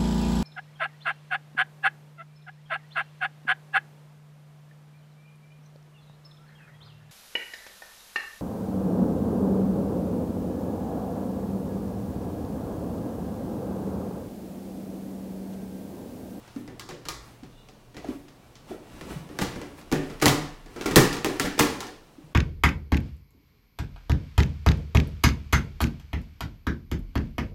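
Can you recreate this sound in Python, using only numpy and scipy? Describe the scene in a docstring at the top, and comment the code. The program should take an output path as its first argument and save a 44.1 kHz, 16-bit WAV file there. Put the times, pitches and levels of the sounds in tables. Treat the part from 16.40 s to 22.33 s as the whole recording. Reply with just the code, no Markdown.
"""A bare room with a hardwood floor, beside a kitchen: a toddler shuffles a hollow plastic ride-on car
over a threshold and along the boards, then bounces on its seat. Each knock excites modes of floor, hollow
body and panels, and ticks at the contact; dull bumps are decaying hollow notes. Filtered noise and grit make
the rolling wheels, brushing soles, a faint axle squeak and the room air. A refrigerator hums as a wavering
sine, and echoes with band-by-band decay return the knocks, bumps and scrape."""
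import sys
import numpy as np
from scipy import signal
from scipy.fft import rfft, irfft
from scipy.io import wavfile

SR = 44100
rng = np.random.default_rng(int(sys.argv[2]) if len(sys.argv) > 2 else 0)


def master(y):
    """Save y as 16-bit WAV."""
    cut = np.clip(np.atleast_2d(y).T, -1, 1)
    pcm = np.round(cut * 32767)  # scale
    wavfile.write(sys.argv[1], SR, pcm.astype(np.int16))


N = 261689  # length of the scene in samples
T = np.arange(int(.65 * SR)) / SR  # time axis of one short sound, s

# Knocks of the car: start_s, strength_db, contact_hardness_db, floor_share_db, chatter_s
KNOCK_EVENTS = [ (0.077, -57, 4, -15.5, .005), (.162, -54, -4, 0, .002), (0.2774, -51.5, -4, 3, .0005),
                (0.3959, -44, 9.5, -21, .0016), (0.489, -44.5, 2.5, -25, .005),
                (.508, -48.5, -2.5, 1.5, .003), (.653, -47, 5, 0.5, 0.0037),
                (0.6858, -36.5, 11.5, -16, .0015), (1.033, -56, 0, 8, .005), (1.287, -56, 3, -9, .002),
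                (1.545, -54.5, -4, -16, .002), (1.567, -47, 0, 1.5, 0.0034), (1.645, -51.5, -6.5, -2, .002),
                (1.685, -54, -8, -7, 0.0035), (1.882, -59, 5.5, 0, 0.005), (2.1545, -62.5, 25, 0, .002),
                (2.308, -54.5, -15, -14, .02), (2.6111, -47, -0.5, 2.5, .0007), (2.89, -54, -7.5, 5, .003),
                (2.9885, -34.5, 1.5, -8, .0012), (3.012, -33, 4, 5, .015), (3.156, -47.5, -4.5, 9, .008),
                (3.2153, -45.5, -3, -3, .0007), (3.413, -55.5, 3, -8, .003), (3.516, -37, -3, 5, .0011),
                (3.5247, -31, -2.5, 3, .0016), (3.698, -47.5, -3, -6, 0.0095), (3.7996, -49.5, 6, -6, .004),
                (3.8149, -36.5, 3, -20, .005), (3.821, -24, -0.5, -3, .0096), (3.8576, -21, 7, -5.5, .0004),
                (3.864, -25, 0, -0.5, 0.0013), (3.881, -27, 13, 0, 0.0014),
                (4.2606, -55.5, -1.5, -1.5, .001), (4.3609, -45.5, -5, -12, .007),
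                (4.4113, -39.5, 1.5, -19, .0023), (4.458, -30.5, -1.5, -17, .007),
                (4.509, -35, -1, 2.5, .011), (4.559, -20, 16.5, 1.5, .0013), (4.563, -17, 0, -3, .004),
                (4.727, -37, 9, -29, .008), (4.767, -40.5, 0.5, -20, .003), (4.8458, -29, 1, -16, .0004),
                (4.859, -35, -5.5, -1, .0013), (4.9975, -27, 4, -10.5, 0.0013),
                (5.045, -33.5, -2.5, -2, .023), (5.178, -39, -2, -31, .008), (5.1911, -27, 11, -0.5, .004),
                (5.1952, -20.5, 2.5, -17, .002), (5.4051, -38, 5.5, -24, .0023),
                (5.468, -46, 2.5, -20, .0024)]
# Resonances of the floor boards: pitch_hz, level_db, t60_s
FLOOR_MODES = [(59.5, -4.5, 0.11), (82, -14.5, 0.16), (128.3, -2, 0.19), (153, 0, 0.29), (190, 2.5, 0.082)]
# Resonances of the hollow car body: pitch_hz, level_db, t60_s
BODY_MODES = [(235.5, -2.5, 0.055), (294, 0.5, 0.094), (334.6, 0.5, 0.041), (380, -4, 0.1),
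              (431, -7.5, 0.12), (478.2, -4.5, 0.078), (577, -13, 0.14)]
# Resonances of the plastic panels: pitch_hz, level_db, t60_s
PANEL_MODES = [(730, -0.5, 0.083), (745, -2.5, 0.087), (1030, -8, 0.04), (1114, 1.5, 0.047),
               (1226, 2, 0.044), (1380, 6, 0.035), (1640, -2.5, 0.071), (1782, 2.5, 0.043),
               (1971, 2, 0.045), (2390, -2.5, 0.033)]
# Relative spectrum of the crowded panel modes at hardness 0 dB: frequency_hz, density_db_per_hz
CLACK_SPECTRUM = [(250, -26.5), (550, 1), (800, 8.5), (1200, 0), (1800, 3.5), (2600, 1.5), (3700, -14),
                  (6000, -52.5), (16000, -68)]
# Relative spectrum at the point of contact, before the strength lift: frequency_hz, density_db_per_hz
TICK_SPECTRUM = [(600, -28), (2000, -8), (3200, -1), (4900, 0), (7300, -2.5), (8600, -6.5), (10500, -7.5),
                 (13000, -10.5), (16000, -11)]
# Relative spectrum of stiff plastic snapping at the contact: frequency_hz, density_db_per_hz
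SNAP_SPECTRUM = [(1500, -43), (3500, 1), (5000, 2), (7000, -7.5), (9000, -16), (16000, -50)]
# Dull bumps of shoes, wheels and the rider's weight on the hollow car: start_s, pitch_hz, level_db
BUMP_EVENTS = [(0.161, 265.5, -33), (.69, 54.6, -43), (1.027, 268, -45), (1.644, 686, -42.5),
               (1.686, 276, -30), (2.314, 680, -45), (2.756, 157, -34.5), (3.024, 820, -37),
               (3.524, 257, -25.5), (4.568, 382, -14.5), (4.584, 143, -25.5), (5.198, 260, -26),
               (5.781, 290, -46.5), (5.835, 149, -49)]
# Shoves that roll the car a little way: top_speed_s, length_s, rumble_db, scrape_db
SHOVE_EVENTS = [(0.006, 0.2, -57, -54), (0.306, 0.14, -47.5, -77), (0.878, 0.12, -55, -56),
                (1.698, 0.068, -47, -50), (2.054, .14, -57, -63.5), (2.306, 0.041, -45.5, -49),
                (2.57, 0.22, -48.5, -52), (2.713, 0.069, -38.5, -43.5), (3.066, 0.17, -39, -46),
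                (3.39, 0.02, -45, -48.5), (3.66, 0.19, -46, -50), (4.02, 0.079, -46, -48),
                (4.432, 0.14, -44.5, -47.5), (4.95, .17, -45, -44.5), (5.297, 0.1, -39, -41)]
# Relative spectrum of wheels rumbling on boards: frequency_hz, density_db_per_hz
RUMBLE_SPECTRUM = [(25, -32), (55, 7), (90, 7), (150, 2.5), (290, 5), (480, -3.5), (900, -8.5),
                   (1600, -33.5), (5000, -66)]
# Relative spectrum of one scraping grain of grit: frequency_hz, density_db_per_hz
SCRAPE_SPECTRUM = [(300, -9.5), (900, 11.5), (1700, 3), (2600, 2.5), (4200, -3), (6500, -5.5), (9000, -6.5),
                   (16000, -13)]
# Shoe soles hissing over the floor: peak_s, length_s, level_db
SCUFF_EVENTS = [(.19, .06, -61), (.87, 0.091, -64), (1.73, 0.11, -62), (2.33, .05, -63), (2.72, 0.072, -58),
                (3.39, .03, -58)]
# Relative spectrum of a brushing sole: frequency_hz, density_db_per_hz
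SOLE_SPECTRUM = [(1000, -29), (3000, -6), (7000, -2), (11000, 0), (16000, -3)]
# Resonances of a rubbing axle: pitch_hz, width_hz (before broadening), level_db (relative)
AXLE_MODES = [(2850, 34, -5), (3540, 45, -7), (3920, 29, -4)]
# The rider's weight heaving on the boards: peak_s, length_s, level_db
HEAVE_EVENTS = [(3.85, .35, -43.5), (4.65, .35, -51.5)]
# Relative spectrum of the room air: frequency_hz, density_db_per_hz
AIR_SPECTRUM = [(20, -34.5), (55, 8.5), (90, -9.5), (140, 5.5), (300, -1.5), (600, -2.5), (1500, -16.5),
                (4500, -19.5), (9000, -27), (16000, -29.5)]
# Reverberation time of the bare room: frequency_hz, t60_s
ROOM_DECAY = [(80, 0.58), (260, 0.45), (700, 0.55), (1840, 0.58), (4850, 0.51), (8000, 0.41), (14000, 0.29)]

BODY_DB, TICK_DB = 4, -4.5  # boom and tick relative to the clack, at hardness 0 dB
TICK_PER_HARDNESS = 0.47  # tick gain in dB per dB of hardness; the boom loses 1 dB per dB
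CLACK_OCTAVES_PER_DB = 0.0347  # upward shift of the clack per dB of hardness
LIFT_PER_DB, LIFT_FROM_DB = 0.43, -29.5  # treble lift of the tick per dB of strength above this level
SNAP_DB, SNAP_CHATTER_S = -6, .002  # snap beside the tick; it fades out for longer chatter
FLOOR_LAG_S, BODY_LAG_S = .005, .0015  # the heavy parts answer a moment after the contact
SWELL_CYCLES = 0.87  # time constant of a bump, in cycles of its note
RISE_DB, COAST_DB = 12, 7.5  # gained over one length before a peak, lost over one length after it
CREEP_RUMBLE_DB, CREEP_SCRAPE_DB = -65.5, -65  # the car never stands quite still
SOLE_REST_DB, SWAY_REST_DB = -79, -61  # resting levels of the soles and of the deep rumble
HUM_DB, HUM_FADE_DB_PER_S = -55, 3  # the refrigerator fades as the car leaves the kitchen
EDGE_HZ = 16100  # upper band limit


def knocks(panel_ring_db=-3, bright_hz=8000, snap_decay=0.00017):
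    """Impact excitation: loose plastic chatters briefly, and floor, body and panels ring on as resonators."""
    out, snap_colour = np.zeros(N), colour(SNAP_SPECTRUM)
    hz = np.fft.rfftfreq(2 * len(snap_colour), 1 / SR)
    treble = 1 / (1 + (bright_hz / (hz + 1)) ** 6)
    for start_s, strength_db, hard_db, floor_db, chatter in KNOCK_EVENTS:
        echoes = room()  # the echoes change as car and rider move

        # the low modes feel the contact as one push
        push = signal.unit_impulse(len(T))
        floor_ring = ring(FLOOR_MODES, vary_db=1.5, detune=0.0069)
        thump = later(through(push + gain_of(-5.0) * echoes, floor_ring), FLOOR_LAG_S)
        body_ring = ring(BODY_MODES, vary_db=3.0, detune=0.0069)
        boom = later(through(push + gain_of(3.5) * echoes, body_ring), BODY_LAG_S)

        # a few clear panel modes stand out of many crowded ones
        rattle = blow(chatter, echoes, wet_db=0.5, buzz_db=-2.5, buzz_decay=0.008,
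                      rebound_db=-3.0, snap_db=3.5)
        panels = unit(through(rattle, ring(PANEL_MODES, vary_db=-1.0, detune=0.0089)))
        shifted_hz = hz / 2 ** (CLACK_OCTAVES_PER_DB * hard_db)
        clack_colour = colour(np.transpose([hz, read(CLACK_SPECTRUM, shifted_hz)]))
        clack = unit(through(rattle, clack_colour)) + gain_of(panel_ring_db) * panels

        # a stronger contact lifts the top octave
        lift_db = LIFT_PER_DB * (strength_db - LIFT_FROM_DB)
        tick_colour = colour(np.transpose([hz, read(TICK_SPECTRUM, hz) + lift_db * treble]))
        tick_blow = blow(chatter, echoes, wet_db=0.5, buzz_db=-0.5, buzz_decay=0.005,
                         rebound_db=-9.0, snap_db=2.5)
        tick = through(tick_blow, tick_colour)
        snap_gain = gain_of(SNAP_DB) * np.exp(-chatter / SNAP_CHATTER_S)
        snap = snap_gain * unit(through(burst(snap_decay), snap_colour))

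        tick_db = TICK_DB + TICK_PER_HARDNESS * hard_db
        parts = ((floor_db, thump), (BODY_DB - hard_db, boom), (0, clack), (tick_db, unit(tick) + snap))
        add(out, start_s, sum(gain_of(strength_db + db) * loudness(part) for db, part in parts))
    return out


def blow(chatter, echoes, wet_db, buzz_db, buzz_decay, rebound_db, snap_db,
         crush_time=0.077, snap_time=0.00072, hard_time=0.0016):
    """Contact mechanics: a crush or snap, the short buzz of damped plastic, rebounds, and room echoes."""
    chatter = max(chatter, 1e-4)
    build = 1 - np.exp(-T * crush_time / chatter ** 2)  # long contacts build up softly
    contact = unit(burst(chatter) * build)
    snap = gain_of(snap_db) * np.exp(-chatter / hard_time) * burst(snap_time)  # short ones start with a snap
    onset = 1 - np.exp(-T / chatter)  # the room fills as the contact goes on
    buzz = gain_of(buzz_db) * burst(buzz_decay)
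    after = buzz + gain_of(rebound_db) * rebounds() + gain_of(wet_db) * echoes
    return unit(contact + snap) + onset * after


def rebounds(per_s=300, decay=0.026, ring_time=0.00096):
    """Repeated impact with energy loss: loose parts tap at uneven moments, ever more weakly."""
    struck = rng.random(len(T)) < per_s / SR
    taps = struck * rng.uniform(.3, 1, len(T)) * np.exp(-T / decay) * (T > .004)
    envelope = signal.lfilter([1], [1, -np.exp(-1 / (ring_time * SR))], taps)
    return unit(envelope * rng.standard_normal(len(T)))


def burst(decay):
    """Superposed micro-impacts: noise whose amplitude dies exponentially."""
    return unit(rng.standard_normal(len(T)) * np.exp(-T / max(decay, 1e-4)))


def ring(modes, vary_db, detune, size=8000):
    """Modal superposition: damped sines, weighted anew since every blow lands elsewhere."""
    hz, db, t60 = np.transpose(modes)[:, :, None]
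    weight, shift, side = rng.standard_normal((3, len(modes), 1))
    t = T[:size]
    envelope = gain_of(db + vary_db * weight - 60 * t / t60)
    waves = np.sign(side) * envelope * np.sin(2 * np.pi * hz * (1 + detune * shift) * t)
    return unit(waves.sum(0))


def bumps(wall_delay=0.0139, wet_db=-4):
    """Damped resonance: a soft blow swells into a few cycles of one hollow note, which the walls return."""
    out = np.zeros(N)
    for start_s, hz, db in BUMP_EVENTS:
        swell = SWELL_CYCLES / hz
        note = unit((T / swell) ** 2 * np.exp(-T / swell) * np.sin(2 * np.pi * hz * T))
        echoes = later(room(), wall_delay)
        returned = gain_of(wet_db) * unit(through(note, echoes))
        add(out, start_s, gain_of(db) * loudness(note + returned))
    return out


def wheels(echoes, grits_per_s=1800, grit_spread_db=3, wet_db=4):
    """Rolling and friction noise: hard wheels rumble; random impulses of grit and soles scrape."""
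    rumble = surges([(s, length, db) for s, length, db, _ in SHOVE_EVENTS], CREEP_RUMBLE_DB)
    scrape = surges([(s, length, db) for s, length, _, db in SHOVE_EVENTS], CREEP_SCRAPE_DB)
    size_db = grit_spread_db * np.minimum(rng.exponential(1, N), 3)
    sizes = rng.choice([-1, 1], N) * gain_of(size_db)
    grit = through(sizes * (rng.random(N) < grits_per_s / SR), colour(SCRAPE_SPECTRUM))
    grit_in_room = evened(grit + gain_of(wet_db) * through(grit, echoes))
    return rumble * noise(RUMBLE_SPECTRUM) + scrape * grit_in_room


def scuffs():
    """Sliding friction: soles brush the floor as the feet push off, heard as swells of hiss."""
    return surges(SCUFF_EVENTS, SOLE_REST_DB) * noise(SOLE_SPECTRUM)


def squeak(peak_s=1.214, length=0.065, level_db=-64.0, broadening=2.9):
    """Frictional resonance: a rubbing axle whistles faintly in narrow noise bands as the car turns."""
    hz = np.fft.rfftfreq(N, 1 / SR)
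    shape = sum(gain_of(db) / (1 + (2 * (hz - f) / (broadening * width)) ** 2)
                for f, width, db in AXLE_MODES)
    whistle = evened(irfft(rfft(rng.standard_normal(N)) * shape, N))
    swell = np.exp(-.5 * ((np.arange(N) / SR - peak_s) / length) ** 2)
    return gain_of(level_db) * whistle * swell


def house(air_db=-57, hum_hz=120, hum_waver_db=2, sway_hz=29, sway_width_hz=5):
    """Steady background: room air, a refrigerator's modulated tone, and deep rumble under moving weight."""
    t = np.arange(N) / SR
    hz = np.fft.rfftfreq(N, 1 / SR)
    waver = evened(irfft(rfft(rng.standard_normal(N)) * np.exp(-(hz / 4) ** 2), N))  # a few Hz
    hum = np.sqrt(2) * np.sin(2 * np.pi * hum_hz * t) * gain_of(hum_waver_db * waver)
    hum_level = gain_of(HUM_DB - HUM_FADE_DB_PER_S * t)
    sway_shape = 1 + ((hz - sway_hz) / sway_width_hz) ** 2
    sway = evened(irfft(rfft(rng.standard_normal(N)) / sway_shape, N))
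    air = gain_of(air_db) * noise(AIR_SPECTRUM)
    return air + hum_level * hum + surges(HEAVE_EVENTS, SWAY_REST_DB) * sway


def room(near_db=-2, near_decay=0.025, gap=0.0034, build=0.0072):
    """Reverberation: sparse early echoes from floor and walls, then a tail that dies band by band."""
    hz, t, z = signal.stft(rng.standard_normal(len(T)), SR, nperseg=256)
    decay = gain_of(-60 * t / read(ROOM_DECAY, hz)[:, None])
    tail = signal.istft(z * decay, SR, nperseg=256)[1][:len(T)]
    sparse = rng.standard_normal(len(T)) * (rng.random(len(T)) < 3000 / SR)
    near = sparse * np.exp(-T / near_decay) * (T > gap)
    return unit(unit(tail * (1 - np.exp(-T / build))) + gain_of(near_db) * unit(near))


def surges(rows, rest_db):
    """Power addition: each (peak s, length s, dB) gathers level, then coasts back towards rest."""
    power = np.full(N, gain_of(rest_db) ** 2)
    for peak_s, length, db in rows:
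        u = (np.arange(N) / SR - peak_s) / length
        power += gain_of(db - np.maximum(-RISE_DB * u, COAST_DB * u)) ** 2
    return np.sqrt(power)


def noise(points):
    """Spectral shaping: steady noise with the given spectrum at rms 1."""
    return evened(through(rng.standard_normal(N), colour(points, size=8192)))


def colour(points, size=2048):
    """Minimum phase: the causal filter that follows from a log-magnitude spectrum."""
    log_gain = np.log(gain_of(read(points, abs(np.fft.fftfreq(size, 1 / SR)))))
    return np.fft.ifft(np.exp(np.conj(signal.hilbert(log_gain)))).real[:size // 2]


def read(points, hz):
    """Logarithmic frequency: interpolates a table on a log axis."""
    f, value = np.transpose(points)
    return np.interp(np.log(hz + 1), np.log(f + 1), value)


def through(x, response):
    """Linear filtering: convolves and keeps the length."""
    return signal.fftconvolve(x, response)[:len(x)]


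def later(x, s):
    """Propagation delay: shifts a sound by s seconds."""
    return np.pad(x, (round(abs(s) * SR), 0))[:len(x)]


def add(mix, s, sound):
    """Superposition: mixes a sound in at time s."""
    part = mix[round(s * SR):][:len(sound)]
    part += sound[:len(part)]


def loudness(sound):
    """Equal energy: gives a short sound the energy of 40 ms at rms 1."""
    return unit(sound) * np.sqrt(.04 * SR)


def unit(x):
    """Energy normalisation: scales to energy 1."""
    return x / np.sqrt(np.sum(x ** 2) + 1e-20)


def evened(x):
    """Power normalisation: scales to rms 1."""
    return x / np.sqrt(np.mean(x ** 2) + 1e-20)


def gain_of(db):
    """Decibel law: amplitude ratio of a level in dB."""
    return 10 ** (np.asarray(db) / 20)


def scene():
    """Superposition of all sources at one microphone, a few steps from the car."""
    car = knocks() + bumps() + wheels(room())
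    return (car + scuffs() + squeak() + house())[None]


def record(dry):
    """Saturation and band limit: rounds off the loudest peaks, then low-passes."""
    rounded = np.tanh(dry)
    lowpass = signal.firwin(255, EDGE_HZ, window=("kaiser", 9), fs=SR)
    return signal.oaconvolve(rounded, lowpass[None], "same")


dry = scene()
out = record(dry)
master(out)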